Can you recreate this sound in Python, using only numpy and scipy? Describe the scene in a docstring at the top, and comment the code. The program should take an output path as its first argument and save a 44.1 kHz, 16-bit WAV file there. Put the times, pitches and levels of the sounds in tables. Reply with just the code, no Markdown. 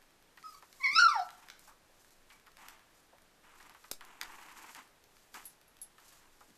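"""A cloth-lined pen in a small room, where a litter of puppies nurses. One gives a thin whimper,
a rising and falling squeal with a breathy high hiss, and a faint peep: tight vocal folds, shaped
by throat and mouth. Claws tick, mouths smack, two snaps sound close by, and a small piece of metal
clinks. Paws knock and scrape on the bedding and fur rustles. Cries, ticks, snaps and clinks
echo off the pen and the room, over quiet room noise."""
import sys
import numpy as np
from scipy import signal
from scipy.fft import rfft, irfft, next_fast_len
from scipy.io import wavfile
from scipy.ndimage import uniform_filter1d, map_coordinates

SR = 44100
rng = np.random.default_rng(int(sys.argv[2]) if len(sys.argv) > 2 else 0)


def store_pcm(level_fs):
    """Save levels as 16-bit WAV."""
    pcm = np.round(np.clip(level_fs, -1, 1) * 32767).astype(np.int16)
    wavfile.write(sys.argv[1], SR, np.atleast_2d(pcm).T)


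N = 290001

# squeal wavers, climbs, sinks an octave: time_s, pitch_hz
SQUEAL_PITCH_HZ = [(.797, 1130), (.822, 1008), (.838, 1139), (.852, 1112), (.865, 1028), (.9, 1104),
                   (.943, 1205), (.964, 1325), (.981, 1303), (1, 1503), (1.017, 1383), (1.032, 1414),
                   (1.052, 1331), (1.074, 1332), (1.088, 1204), (1.108, 1176), (1.18, 783), (1.22, 704),
                   (1.245, 701)]
# three pushes of breath, the middle one strongest: time_s, effort_db
SQUEAL_EFFORT_DB = [(.795, -66), (.806, -47.5), (.828, -45.5), (.843, -28.5), (.878, -27), (.905, -37),
                    (.945, -40.5), (.964, -25.5), (1.03, -22), (1.064, -19.5), (1.088, -28.5), (1.137, -41),
                    (1.156, -33), (1.21, -35), (1.245, -61)]
# fold pressure, relaxing after the top: time_s, overtones_db
SQUEAL_PRESS_DB = [(0.802, -26.5), (.843, -7), (.915, -8), (.96, 6), (1.02, 1.5), (1.06, -10),
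                   (1.088, -22.5), (1.24, -20.5)]
# octave fades as the jaw opens: time_s, gain_db
SQUEAL_OCTAVE_DB = [(.87, 3.5), (1.03, -6.5), (1.11, -6.5)]
# whimper before the squeal: time_s, pitch_hz, effort_db
WHIMPER_CONTOUR = [(.434, 1320, -70), (.442, 1275, -48.5), (.468, 1278, -41.5), (.485, 1249, -52),
                   (.512, 1221, -63), (.535, 1184, -68.5), (.552, 1120, -51.5), (.56, 1190, -72.5)]
# faint nasal peep: time_s, pitch_hz, effort_db
PEEP_CONTOUR = [(2.3, 1182, -74), (2.312, 1153, -69), (2.352, 1126, -68.5), (2.38, 1090, -85)]
# mouth resonances, on fundamental and octave: freq_hz, gain_db
MOUTH_RESPONSE = [(880, -1.5), (1050, -8), (1210, -3.5), (1340, 8.5), (1800, 9.5), (2080, 12), (2260, 13.5),
                  (2420, -0.5), (2650, -4), (2900, -10)]
# throat resonances, on upper overtones: freq_hz, gain_db
THROAT_RESPONSE = [(2000, -8.5), (3200, -7), (3600, -10.5), (4000, 4), (4400, 5), (4850, -9), (5250, 6),
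                   (5850, -7), (6350, -24), (7000, -19.5), (7700, -30), (8250, -20.5), (9500, -27.5),
                   (10300, -27), (11200, -58.5)]
# throat turbulence: freq_hz, density_db
BREATH_SPECTRUM = [(300, -41), (1800, -4.5), (3200, -11.5), (4200, -5.5), (5500, -1.5), (6300, -18.5),
                   (8500, -14), (10500, -23), (14000, -31)]
# claw contacts: start_s, level_db, treble_db
CLAW_TICKS = [(.428, -40.5, -26), (.728, -36.5, -14), (1.29, -35, -32), (1.305, -34, -20),
              (1.486, -31, -27.5), (1.501, -26.5, -30), (1.594, -46.5, -2.5), (2.107, -45.5, -14),
              (2.57, -36, -16), (2.685, -33, -9.5), (3.22, -54, -6), (3.628, -40, -19), (3.696, -37.5, -16),
              (4.05, -43.5, -5.5), (4.415, -38, -23), (4.749, -35, -9), (5.168, -44, -20),
              (5.343, -30, -14)]
# two snaps, each a quick run of slips: start_s, level_db, knock_db, treble_db
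SNAP_SLIPS = [(3.9133, -41.5, -2, 0), (3.9141, -30, 8, 6), (3.9149, -26, 11.5, 4.5), (3.9185, -35, -17, 8),
              (4.2126, -36, -18, -1.5), (4.2136, -22.5, -39, -9), (4.2142, -17, -34, -19),
              (4.2326, -35, -22, 0.5)]
# a click's woody body, low knock and bright edge: freq_hz, gain_db
CLICK_BODY = [(300, -31.5), (700, -8.5), (1100, -4), (1900, -0.5), (3000, -5.5), (4800, -5), (6500, -14),
              (14000, -27)]
CLICK_KNOCK = [(60, -34.5), (220, -11.5), (600, -4.5), (1200, -11.0), (5000, -62.5)]
CLICK_EDGE = [(1500, -21), (3300, -4), (4900, 2.0), (7800, -3.5), (13000, -1), (16000, -9.5)]
# suckling: start_s, level_db, centre_hz
MOUTH_SMACKS = [(0.374, -52.5, 1520), (.625, -53, 1020), (2.302, -56, 2170), (2.469, -53.5, 1220),
                (3.601, -54.5, 1460), (3.697, -58, 1260), (3.748, -53.5, 1160), (3.841, -52, 1290),
                (4.009, -47, 1230), (5.982, -56.5, 1206), (6.407, -53, 980)]
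# metal contacts: start_s, level_db, ring_hz
METAL_HITS = [(5.4544, -45, 11400), (5.466, -55, 11400), (5.679, -61, 11270), (5.8157, -43, 11070),
              (5.827, -45.5, 11070)]
# metal resonances: ring_ratio, gain_db, t60_s
METAL_MODES = [(0.897, -7.5, 0.1), (.934, -13.5, .06), (1, -4.5, .11), (1.071, -17.5, 0.074)]
# paws and a plush toy: start_s, level_db, centre_hz, t60_s
SOFT_KNOCKS = [(.925, -54.5, 232.6, 0.17), (1.675, -57.5, 1076, 0.24), (1.89, -63, 650, 0.083),
               (3.125, -60, 730, 0.18), (4.217, -51, 1600, 0.12), (5.343, -53, 1820, 0.086),
               (6.481, -65.5, 230, 0.27)]
# dull bumps: start_s, level_db
LOW_THUMPS = [(3.915, -51.5), (4.277, -58)]
# paws push over bedding: start_s, length_s, level_db
PAW_PUSHES = [(1.369, 0.1, -62), (2.31, 0.029, -63), (2.575, .14, -55.5), (2.73, 0.28, -73.5),
              (3.43, .28, -61), (4.015, 0.21, -59), (4.215, .31, -53.5), (4.56, 0.13, -52.5),
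              (4.752, 0.03, -49.5), (5.337, 0.039, -48.5), (6, 0.25, -67.5)]
# paw friction: freq_hz, density_db
PAW_SPECTRUM = [(110, -30), (220, -8), (320, -5), (560, -15.5), (720, -4.5), (890, 2.5), (1150, 0.5),
                (1500, -1.5), (2150, -4.5), (3000, -8), (5000, -28.5), (7500, -16.5), (11000, -41)]
# high hiss, the squeal's breath at 0.994 s and fur elsewhere: middle_s, half_length_s, level_db
HISS_SWELLS = [(0.492, 0.099, -62.5), (0.994, 0.27, -59), (1.42, .14, -72), (1.668, .06, -62),
               (2.056, 0.16, -69.5), (2.332, 0.039, -66), (2.66, .09, -67.5), (2.995, 0.08, -71.5),
               (3.61, 0.056, -65.5), (3.834, 0.076, -66), (4.342, .12, -65), (4.66, 0.16, -61.5),
               (5.197, 0.093, -70), (5.364, .02, -58), (5.443, 0.089, -62), (6.1, 0.11, -63),
               (6.46, 0.16, -69.5)]
# high hiss: freq_hz, density_db
HISS_SPECTRUM = [(1500, -13.5), (4000, 2), (7500, 5), (9500, -1), (13000, 2), (15000, -15.5)]
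# early reflections: delay_s, gain
WALL_ECHOES = [(.0036, 0.11), (.0062, -0.19), (.0115, 0.07), (.0142, 0.2), (.0187, -.16), (0.022, 0.21)]
# short waves scatter more around the pen: freq_hz, gain_db
PEN_SCATTER = [(500, -10), (1400, -5.5), (2300, 0.5), (4500, -2), (9000, -0.5), (14000, -13)]
# room tail: freq_hz, t60_s
ROOM_DECAY = [(200, 0.52), (1300, 0.49), (5000, 0.38), (12000, 0.084)]
# room noise: freq_hz, density_db
ROOM_SPECTRUM = [(8.8, -27.5), (15, 11), (27, -13.5), (136, -17), (171, -14), (209, -16.5), (303, -14.5),
                 (898, -17), (1070, -18), (1420, -18.5), (1780, -18.5), (2060, -21), (14000, -32)]


def puppy():
    """Squeal, whimper and peep from one pair of vocal folds."""
    gate, effort_db = curves(SQUEAL_EFFORT_DB)
    _, pitch_hz = curves(SQUEAL_PITCH_HZ)
    _, press_db = curves(SQUEAL_PRESS_DB)
    _, octave_db = curves(SQUEAL_OCTAVE_DB)
    squeal = cry(voicing(gate, pitch_hz, effort_db, press_db, octave_db), harmonics=(3, 10),
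                 jitter=0.01, shimmer_db=2.12, air_db=-26, rasp_rad=0.069, flutter_db=5.5)
    # slack folds give few overtones; the shut mouth mutes the octave
    whimper = cry(voicing(*curves(WHIMPER_CONTOUR), press_db=-13, octave_db=-16.5), harmonics=(4, 7),
                  jitter=0.002, shimmer_db=-0.5, air_db=-20, rasp_rad=0.025, flutter_db=3)
    peep = cry(voicing(*curves(PEEP_CONTOUR), press_db=-7), harmonics=(3, 6),
               jitter=0.008, shimmer_db=1.5, air_db=-8, rasp_rad=0.054, flutter_db=1)
    return squeal + whimper + peep


def voicing(gate, pitch_hz, effort_db, press_db, octave_db=0):
    """Fold pressure and mouth share the effort among fundamental, octave and upper overtones."""
    first_db = along(MOUTH_RESPONSE, pitch_hz)
    second_db = press_db + octave_db + along(MOUTH_RESPONSE, 2 * pitch_hz)
    shares_db = np.array([first_db, second_db, press_db + np.zeros(N)])
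    total_db = 20 * np.log10(np.linalg.norm(amp(shares_db), axis=0))
    return np.vstack([gate, pitch_hz, effort_db + shares_db - total_db])


def cry(controls, harmonics, jitter, shimmer_db, air_db, rasp_rad, flutter_db):
    """Tight folds give a whistle-like tone; the throat colours its upper overtones."""
    sounding = controls[0] > 1e-6
    gate, pitch_hz, first_db, octave_db, upper_db = controls[:, sounding]
    n = len(pitch_hz)
    pitch_hz = pitch_hz * (1 + jitter * wobble(170, n))
    # uneven fold closure smears the overtones and makes each flutter
    phase = 2 * np.pi * np.cumsum(pitch_hz) / SR + rasp_rad * wobble(600, n)
    orders = np.arange(harmonics[0], harmonics[1] + 1)[:, None]
    gains = amp(along(THROAT_RESPONSE, orders * pitch_hz))
    flutter = amp(flutter_db * np.array([wobble(139.27, n) for _ in orders]))
    upper = np.sum(flutter * gains * np.sin(orders * phase), axis=0)
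    upper = unit(upper / np.linalg.norm(gains, axis=0))
    breath = coloured(rng.standard_normal(N), BREATH_SPECTRUM)[sounding]
    air = amp(air_db) * breath * (1 + np.cos(phase))  # escapes once a cycle
    tone = np.sqrt(2) * (amp(first_db) * np.sin(phase) + amp(octave_db) * np.sin(2 * phase))
    shimmer = amp(shimmer_db * wobble(120, n))
    track = np.zeros(N)
    track[sounding] = gate * (tone + amp(upper_db) * (upper + air)) * shimmer
    return track


def ticks(lip_gain_db=10.5, lip_treble_db=-17):
    """Claws, parting lips, snags and fidgeting: light clicks with hardly any knock."""
    lips = [(s, db + lip_gain_db, lip_treble_db) for s, db, _ in MOUTH_SMACKS]
    rows = [(s, db, 0, treble_db) for s, db, treble_db in CLAW_TICKS + lips + snags() + stirs()]
    return clicks(rows, body_db=0, knock_db=-27, treble_db=9.5, crumble=0.31, t60_s=0.01)


def snags(rate_hz=20, gain_db=8, spread_db=2.5, treble_db=-12, count=16):
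    """Tick rows: claws catch in the cloth at random during each push."""
    rows = []
    for start_s, length_s, push_db in PAW_PUSHES:
        delays_s = np.cumsum(rng.exponential(1, count)) / rate_hz
        levels_db = push_db + gain_db + spread_db * rng.standard_normal(count)
        rows += [(start_s + s, db, treble_db) for s, db in zip(delays_s, levels_db) if s < length_s]
    return rows


def stirs(rate_hz=4.5, level_db=-48.5, spread_db=2, treble_db=-12.5, count=40):
    """Tick rows: the litter fidgets at random throughout."""
    starts_s = np.cumsum(rng.exponential(1, count)) / rate_hz
    levels_db = level_db + spread_db * rng.standard_normal(count)
    return [(s, db, treble_db) for s, db in zip(starts_s, levels_db) if s < N / SR]


def snaps():
    """Quick runs of slips merge into two sharp snaps."""
    return clicks(SNAP_SLIPS, body_db=3.5, knock_db=-5.5, treble_db=7.5, crumble=0.12, t60_s=0.0049)


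def clicks(rows, body_db, knock_db, treble_db, crumble, t60_s):
    """Hard contacts: one push, then a dying crumble of smaller ones."""
    track, t = np.zeros(N), np.arange(SR // 8) / SR
    body, knock, edge = pulse(CLICK_BODY), pulse(CLICK_KNOCK), pulse(CLICK_EDGE)
    for start_s, level_db, low_db, high_db in rows:
        force = crumble * rng.standard_normal(len(t)) * amp(-60 * t / t60_s)
        force[0] = 1
        colour = amp(body_db) * body + amp(low_db + knock_db) * knock + amp(high_db + treble_db) * edge
        add(track, start_s, amp(level_db) * signal.fftconvolve(force, colour))
    return track


def smacks(t60_s=0.112):
    """Suckling mouths ring briefly."""
    return puffs([(s, db, hz, t60_s) for s, db, hz in MOUTH_SMACKS], gain_db=0, rise_s=0.0007, q=1.22)


def clinks(spread_db=5.2, crack_db=4, crack_t60_s=0.032):
    """Small metal parts touch and ring very high."""
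    track, t = np.zeros(N), np.arange(SR // 4) / SR
    for start_s, level_db, ring_hz in METAL_HITS:
        ring = np.zeros(len(t))
        for ratio, mode_db, t60_s in METAL_MODES:
            envelope = amp(mode_db + rng.normal(0, spread_db) - 60 * t / t60_s)
            ring += envelope * np.sin(2 * np.pi * ring_hz * ratio * t)
        crack = amp(crack_db - 60 * t / crack_t60_s) * rng.standard_normal(len(t))
        crack = np.diff(crack, prepend=0) / 2  # a tiny, hard contact is all treble
        add(track, start_s, amp(level_db) * (ring + crack))
    return track


def puffs(rows, gain_db, rise_s, q):
    """Soft contacts: noise through one broad, damped resonance."""
    track, t = np.zeros(N), np.arange(SR // 4) / SR
    for start_s, level_db, centre_hz, t60_s in rows:
        noise = rng.standard_normal(len(t))
        b, a = signal.iirpeak(centre_hz, q, SR)
        puff = unit(signal.lfilter(b, a, signal.lfilter(b, a, noise)))
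        envelope = amp(level_db + gain_db - 60 * t / t60_s) * (1 - np.exp(-t / rise_s))
        add(track, start_s, puff * envelope)
    return track


def thumps(t60_s=0.95, rise_s=0.0024):
    """Soft pushes of air that ebb slowly."""
    track, t = np.zeros(N), np.arange(SR // 2) / SR
    for start_s, level_db in LOW_THUMPS:
        add(track, start_s, -amp(level_db - 60 * t / t60_s) * (1 - np.exp(-t / rise_s)))
    return track


def scrape_and_hiss(paw_db=-2, hiss_db=-1, drag_db=-13, attack_s=0.0091, release_s=0.041):
    """Paws grip, slide out and drag fur along; high hiss swells for fur and the squeal's breath."""
    push, t = np.zeros(N), np.arange(N) / SR
    for start_s, length_s, level_db in PAW_PUSHES:
        grip = np.clip((t - start_s) / attack_s, 0, 1)
        release = np.exp(-np.maximum(t - start_s - length_s, 0) / release_s)
        push += amp(level_db) * grip * release
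    swell = sum(amp(db) * np.exp(-((t - s) / half_s) ** 2) for s, half_s, db in HISS_SWELLS)
    paws = coloured(grainy_noise(rate_hz=1200, grain_db=-1, clump_db=1.77), PAW_SPECTRUM)
    hiss = coloured(grainy_noise(rate_hz=900, grain_db=-5, clump_db=2.4), HISS_SPECTRUM)
    return amp(paw_db) * push * paws + amp(hiss_db) * np.hypot(swell, amp(drag_db) * push) * hiss


def grainy_noise(rate_hz, grain_db, clump_db):
    """A smooth rush plus sparse grains, in clumps."""
    grains = (rng.random(N) < rate_hz / SR) * rng.standard_normal(N)
    return (rng.standard_normal(N) + amp(grain_db) * unit(grains)) * amp(clump_db * wobble(90))


def room(x, walls_db, scatter_db, tail_db, build_s=0.012, scatter_t60_s=0.16):
    """Pen walls answer first, then a dense scatter, then the room's short diffuse tail."""
    hz, t, noise = signal.stft(rng.standard_normal((2, SR * 3 // 4)), SR, nperseg=256)
    scatter = noise[0] * amp(along(PEN_SCATTER, hz)[:, None] - 60 * t / scatter_t60_s)
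    tail = noise[1] * amp(-60 * t / along(ROOM_DECAY, hz)[:, None])
    onset = 1 - np.exp(-t / build_s)
    scatter, tail = signal.istft(np.array([scatter, tail]) * onset, SR, nperseg=256)[1]
    response = amp(tail_db) * tail / np.linalg.norm(tail)
    response += amp(scatter_db) * scatter / np.linalg.norm(scatter)
    for delay_s, gain in WALL_ECHOES:
        response[round(delay_s * SR)] += amp(walls_db) * gain
    return x + signal.fftconvolve(x, response)[:N]


def room_noise(level_db=-65.5):
    """Steady, quiet background."""
    return amp(level_db) * coloured(rng.standard_normal(N), ROOM_SPECTRUM)


def amp(db):
    """Decibels to gain."""
    return 10 ** (np.asarray(db) / 20)


def unit(x):
    """Scale to rms 1."""
    return x / np.sqrt(np.mean(x ** 2) + 1e-20)


def along(points, hz):
    """Interpolate (freq_hz, value) points on a log axis."""
    knots_hz, values = np.transpose(points)
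    return np.interp(np.log(hz + 1), np.log(knots_hz + 1), values)


def curves(rows):
    """A gate open over the rows' span, then each value column per sample."""
    times_s, *columns = np.transpose(rows)
    t = np.arange(N) / SR
    gate = uniform_filter1d(1.0 * ((t >= times_s[0]) & (t <= times_s[-1])), size=100)
    return [gate] + [np.interp(t, times_s, column) for column in columns]


def wobble(rate_hz, size=N):
    """Smooth curve through random knots."""
    knots = rng.standard_normal(int(size * rate_hz / SR) + 4)
    return map_coordinates(knots, [np.arange(size) * rate_hz / SR])


def filtered(x, response):
    """Apply the gain response(hz)."""
    size = next_fast_len(N + SR // 2)
    return irfft(rfft(x, size) * response(np.fft.rfftfreq(size, 1 / SR)), size)[:N]


def coloured(x, spectrum):
    """x shaped by a spectrum, at rms 1."""
    return unit(filtered(x, lambda hz: amp(along(spectrum, hz))))


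def pulse(spectrum, size=512):
    """Minimum-phase pulse of energy 1 with this spectrum."""
    gains = amp(along(spectrum, np.fft.rfftfreq(size, 1 / SR)))
    cepstrum = irfft(np.log(gains))
    cepstrum[1:size // 2] *= 2
    cepstrum[size // 2 + 1:] = 0
    shape = irfft(np.exp(rfft(cepstrum)))
    return shape / np.linalg.norm(shape)


def add(track, start_s, sound):
    """Mix a sound into a track."""
    part = track[round(start_s * SR):][:len(sound)]
    part += sound[:len(part)]


def scene():
    """Voice, small contacts, scrapes and hiss over room noise; mono."""
    voice = room(puppy(), walls_db=-3.5, scatter_db=-6.5, tail_db=-17.5)
    close_snaps = room(snaps(), walls_db=-4.5, scatter_db=-14, tail_db=-26.5)
    background = room_noise()
    mouths = smacks()
    soft_sounds = puffs(SOFT_KNOCKS, gain_db=4, rise_s=0.0036, q=1.5) + scrape_and_hiss() + thumps()
    contacts = room(clinks() + ticks(), walls_db=-1.5, scatter_db=-17, tail_db=-9.5)
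    return (voice + contacts + close_snaps + mouths + soft_sounds + background)[None]


def record(dry):
    """Brick-wall low-pass."""
    return filtered(dry[0], lambda hz: hz < 14200)[None]


dry = scene()
out = record(dry)
store_pcm(out)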